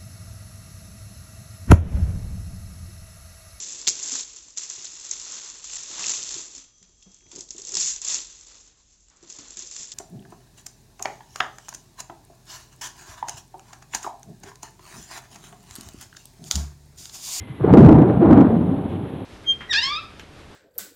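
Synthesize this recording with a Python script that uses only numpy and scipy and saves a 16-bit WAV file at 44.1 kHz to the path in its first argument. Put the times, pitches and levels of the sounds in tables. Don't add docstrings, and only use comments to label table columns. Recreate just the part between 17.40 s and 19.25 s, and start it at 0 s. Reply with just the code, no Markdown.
import sys
import numpy as np
from scipy import signal
from scipy.fft import rfft, irfft
from scipy.io import wavfile
from scipy.ndimage import uniform_filter1d

SR = 44100
rng = np.random.default_rng(int(sys.argv[2]) if len(sys.argv) > 2 else 0)


def log_audio(samples):
    frames = np.atleast_2d(samples).T
    limited = np.clip(frames, -1, 1)
    pcm = np.round(limited * 32767).astype(np.int16)
    wavfile.write(sys.argv[1], SR, pcm)


def gain_from_db(level_db):
    decades = np.asarray(level_db, float) / 20
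    return 10 ** decades


N = 81585

# (time [s], short-shock level [dB], long-shock level [dB re short], sharp-edge level [dB re short])
ROLL_ARRIVALS = [(0.0, -51, 10, -9.5), (0.184, -49, 10, -3), (0.206, -36, 10, -12.5),
                 (0.22, -43, 12.5, -4.5), (0.242, -24.5, 3, -10), (0.262, -23, 9.5, -15),
                 (0.298, -16, 2, -13.5), (0.326, -20, 14.5, -16.5), (0.339, -13, 2.5, -19),
                 (0.468, -17, 11, -14), (0.549, -13.5, 1, -20), (0.572, -16.5, 8, -17),
                 (0.632, -19, 0.5, -16.5), (0.762, -25.5, 6, -13.5), (0.798, -26.5, 9, -16.5),
                 (0.818, -19, 0, -16), (0.9, -15, 2.5, -14.5), (0.952, -13, -1.5, -15.5),
                 (1.06, -20.5, 0.5, -13), (1.128, -22.5, 0, -18.5), (1.256, -29.5, 9, -15.5),
                 (1.49, -32, 2.5, -15.5), (1.55, -33, 5, -15.5), (1.85, -38.5, 5.5, -11.5)]
# (frequency [Hz], relative level per Hz [dB])
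CRACKLE_COLOUR = [(60, -31), (150, -9), (300, 0), (450, -4), (550, -7), (800, -9.5), (1100, -37.5),
                  (1600, -41), (3000, -85), (9000, -130)]
# (frequency [Hz], relative level per Hz [dB])
EDGE_COLOUR = [(500, -24), (1000, 5.5), (1500, -2), (2200, -14.5), (3500, -29), (4300, -31.5), (5000, -61),
               (9000, -110)]
# (frequency [Hz], relative level per Hz [dB])
DEEP_COLOUR = [(20, -30.5), (45, -25.5), (70, -7.5), (110, -2), (170, -3.5), (260, -7), (400, -14.5),
               (800, -78.5), (3000, -130)]
SHORT_PER_S, LONG_PER_S = 2500, 500
BOOM_LIFT_DB = 2.5


def thunder(t):
    time, level_db, deep_db, edge_db = np.array(ROLL_ARRIVALS, float).T
    boom, boom_shape = booms(t)
    short = shocks(SHORT_PER_S)
    short_db = np.interp(t, time, level_db) + front_kick_db(t)
    crackle = travelled(short, short_db, CRACKLE_COLOUR)
    sharp_db = short_db + np.interp(t, time, edge_db) + BOOM_LIFT_DB * boom_shape
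    edges = travelled(short, sharp_db, EDGE_COLOUR)
    rumble_db = np.interp(t, time, level_db + deep_db)
    rumble = travelled(shocks(LONG_PER_S), rumble_db, DEEP_COLOUR)
    return boom + crackle + edges + rumble


# (centre time [s], peak level [dB], pitch [Hz], length [s])
BOOM_GROUPS = [(0.019, -25, 87.6, 0.026), (0.112, -24, 131, 0.025), (0.206, -19, 357, 0.0057),
               (0.216, -15, 141, 0.019), (0.246, -7, 397, 0.012), (0.278, -9, 314, 0.011),
               (0.314, -8.5, 174.7, 0.018), (0.34, 2.5, 343, 0.0065), (0.344, 0.5, 403, 0.006),
               (0.352, 1, 229.4, 0.0066), (0.369, -4, 295, 0.0032), (0.376, 2.5, 324, 0.011),
               (0.384, 1.5, 240, 0.0053), (0.393, 4, 200.5, 0.011), (0.408, 0.5, 340.4, 0.01),
               (0.418, -0.5, 232.3, 0.0046), (0.432, 2, 171, 0.014), (0.445, 0, 220.0, 0.019),
               (0.462, 0, 143, 0.019), (0.489, 1.5, 301, 0.015), (0.514, -2, 144, 0.0046),
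               (0.517, -3, 247, 0.0065), (0.53, -3, 303.7, 0.011), (0.558, -7, 237.3, 0.022),
               (0.585, -3, 152.3, 0.021), (0.592, -4.5, 333, 0.017), (0.621, -1, 245, 0.009),
               (0.644, -11.5, 335.7, 0.043), (0.696, -15.5, 356, 0.0039), (0.775, -8.5, 186, 0.013),
               (0.806, -11, 207, 0.019), (0.83, -8.5, 345, 0.031), (0.854, -5.5, 303, 0.019),
               (0.912, -1.5, 305, 0.013), (0.9316, 0.5, 254, 0.011), (0.975, 0.5, 230.6, 0.0063),
               (0.9893, -2.5, 288.4, 0.018), (1.005, -2.5, 262.5, 0.012), (1.015, 2, 217, 0.0055),
               (1.023, -5.5, 265, 0.0094), (1.052, -5.5, 276, 0.013), (1.071, -5, 226, 0.011),
               (1.135, -11.5, 228.8, 0.057), (1.169, -13, 183, 0.028), (1.193, -11.5, 250, 0.0054),
               (1.224, -16.5, 245.6, 0.05), (1.29, -16, 175, 0.035), (1.322, -20, 268, 0.09),
               (1.387, -21.5, 170, 0.013), (1.393, -22.5, 305, 0.016), (1.437, -33, 271, 0.011),
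               (1.459, -10.5, 205, 0.005), (1.553, -26, 96, 0.14)]
BOOM_SPREAD = 0.33
BOOM_WAVER = 0.2


def booms(t):
    out, boom_shape = np.zeros(N), np.zeros(N)
    glides = 2 * rng.random(len(BOOM_GROUPS)) - 1
    for (centre, db, hz, length), glide in zip(BOOM_GROUPS, glides):
        d = t - centre
        shape = np.exp(-0.5 * (d / (BOOM_SPREAD * length)) ** 2)
        stretch = 1 + BOOM_WAVER * glide * d / length
        out += gain_from_db(db) * shape * np.cos(2 * np.pi * hz * d * stretch)
        boom_shape = np.maximum(boom_shape, shape)
    return out, boom_shape


# (time [s], jump [dB])
SHOCK_FRONTS = [(0.202, 10), (0.336, 4.5), (0.491, 5), (0.695, 6.5), (0.815, 5), (0.903, 1.5)]
FRONT_FADE_S = 0.022


def front_kick_db(t):
    kick_db = np.zeros(N)
    for at, jump_db in SHOCK_FRONTS:
        kick_db += jump_db * (t >= at) * np.exp(-np.abs(t - at) / FRONT_FADE_S)
    return kick_db


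def shocks(per_s):
    chance, side, size = rng.random((3, N))
    size_db = -1.5 * np.log(1 - size)
    return (chance < per_s / SR) * np.sign(side - 0.5) * gain_from_db(size_db)


def travelled(jumps, db, table):
    return colour(jumps * gain_from_db(db), table) / np.std(colour(jumps, table))


def colour(x, table):
    hz, db = np.array(table, float).T
    size = 2 ** 13
    bins_hz = np.arange(size // 2 + 1) * SR / size
    gain = gain_from_db(np.interp(np.log(bins_hz + 1), np.log(hz), db))
    cepstrum = irfft(np.log(gain))
    cepstrum[1:size // 2] *= 2
    cepstrum[size // 2 + 1:] = 0
    impulse = irfft(np.exp(rfft(cepstrum)))[:size // 2]
    return signal.fftconvolve(x, impulse)[:N]


# (time [s], pitch [Hz], level of the steady part [dB])
WHISTLE_PATH = [(0, 2090, -49), (.04, 2070, -52), (.052, 2065, -63), (.125, 2040, -55), (.14, 2030, -66),
                (.18, 1995, -58), (.21, 1980, -68)]
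WHISTLE_WIDTH_HZ, WHISTLE_BREATH = 150, 0.45


def whistle(t):
    time, hz, db = np.array(WHISTLE_PATH, float).T
    in_phase, across = slow_noise(WHISTLE_WIDTH_HZ), slow_noise(WHISTLE_WIDTH_HZ)
    phase = 2 * np.pi * np.cumsum(np.interp(t, time, hz)) / SR
    tone = (1 + WHISTLE_BREATH * in_phase) * np.sin(phase) + WHISTLE_BREATH * across * np.cos(phase)
    level = gain_from_db(np.interp(t, time, db, right=-120))
    return level * tone * np.sqrt(2)


def slow_noise(rate_hz):
    k = int(SR / rate_hz)
    return unit(uniform_filter1d(uniform_filter1d(rng.standard_normal(N), k), k))


def unit(x):
    return x / np.sqrt(np.mean(x ** 2))


# (frequency [Hz], relative level per Hz [dB])
HISS_COLOUR = [(25, 8.5), (60, 17), (300, 3), (1000, -15), (1500, 1), (3380, 0), (4000, -7.5),
               (4850, -23.5), (7200, -25), (9500, -26.5), (11000, -19), (12500, -23.5), (13200, -48.5)]
HISS_DB, HISS_FLICKER_DB, HISS_FLICKER_PER_S = -50, 1.2, 60


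def hiss():
    level_db = HISS_DB + HISS_FLICKER_DB * slow_noise(HISS_FLICKER_PER_S)
    return gain_from_db(level_db) * unit(colour(rng.standard_normal(N), HISS_COLOUR))


# (frequency [Hz], level [dB rms])
WHINE_TONES = [(8269, -79), (9647, -83), (11025, -68), (12403, -82)]


def whine(t):
    return sum(gain_from_db(db) * np.sqrt(2) * np.sin(2 * np.pi * hz * t) for hz, db in WHINE_TONES)


def scene():
    t = np.arange(N) / SR
    return (thunder(t) + whistle(t) + hiss())[None]


def low_pass(x):
    return signal.sosfilt(signal.butter(12, 15700, fs=SR, output="sos"), x)


CEILING = 0.89
BASS_CUT_HZ, SMOOTH_HZ = 53, 15300


def record(dry):
    t = np.arange(N) / SR
    thin = signal.lfilter(*signal.butter(1, BASS_CUT_HZ, "high", fs=SR), dry)
    clipped = np.clip(thin, -CEILING, CEILING)
    soft = signal.sosfilt(signal.butter(2, SMOOTH_HZ, fs=SR, output="sos"), clipped)
    return low_pass(soft + whine(t))


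dry = scene()
out = record(dry)
log_audio(out)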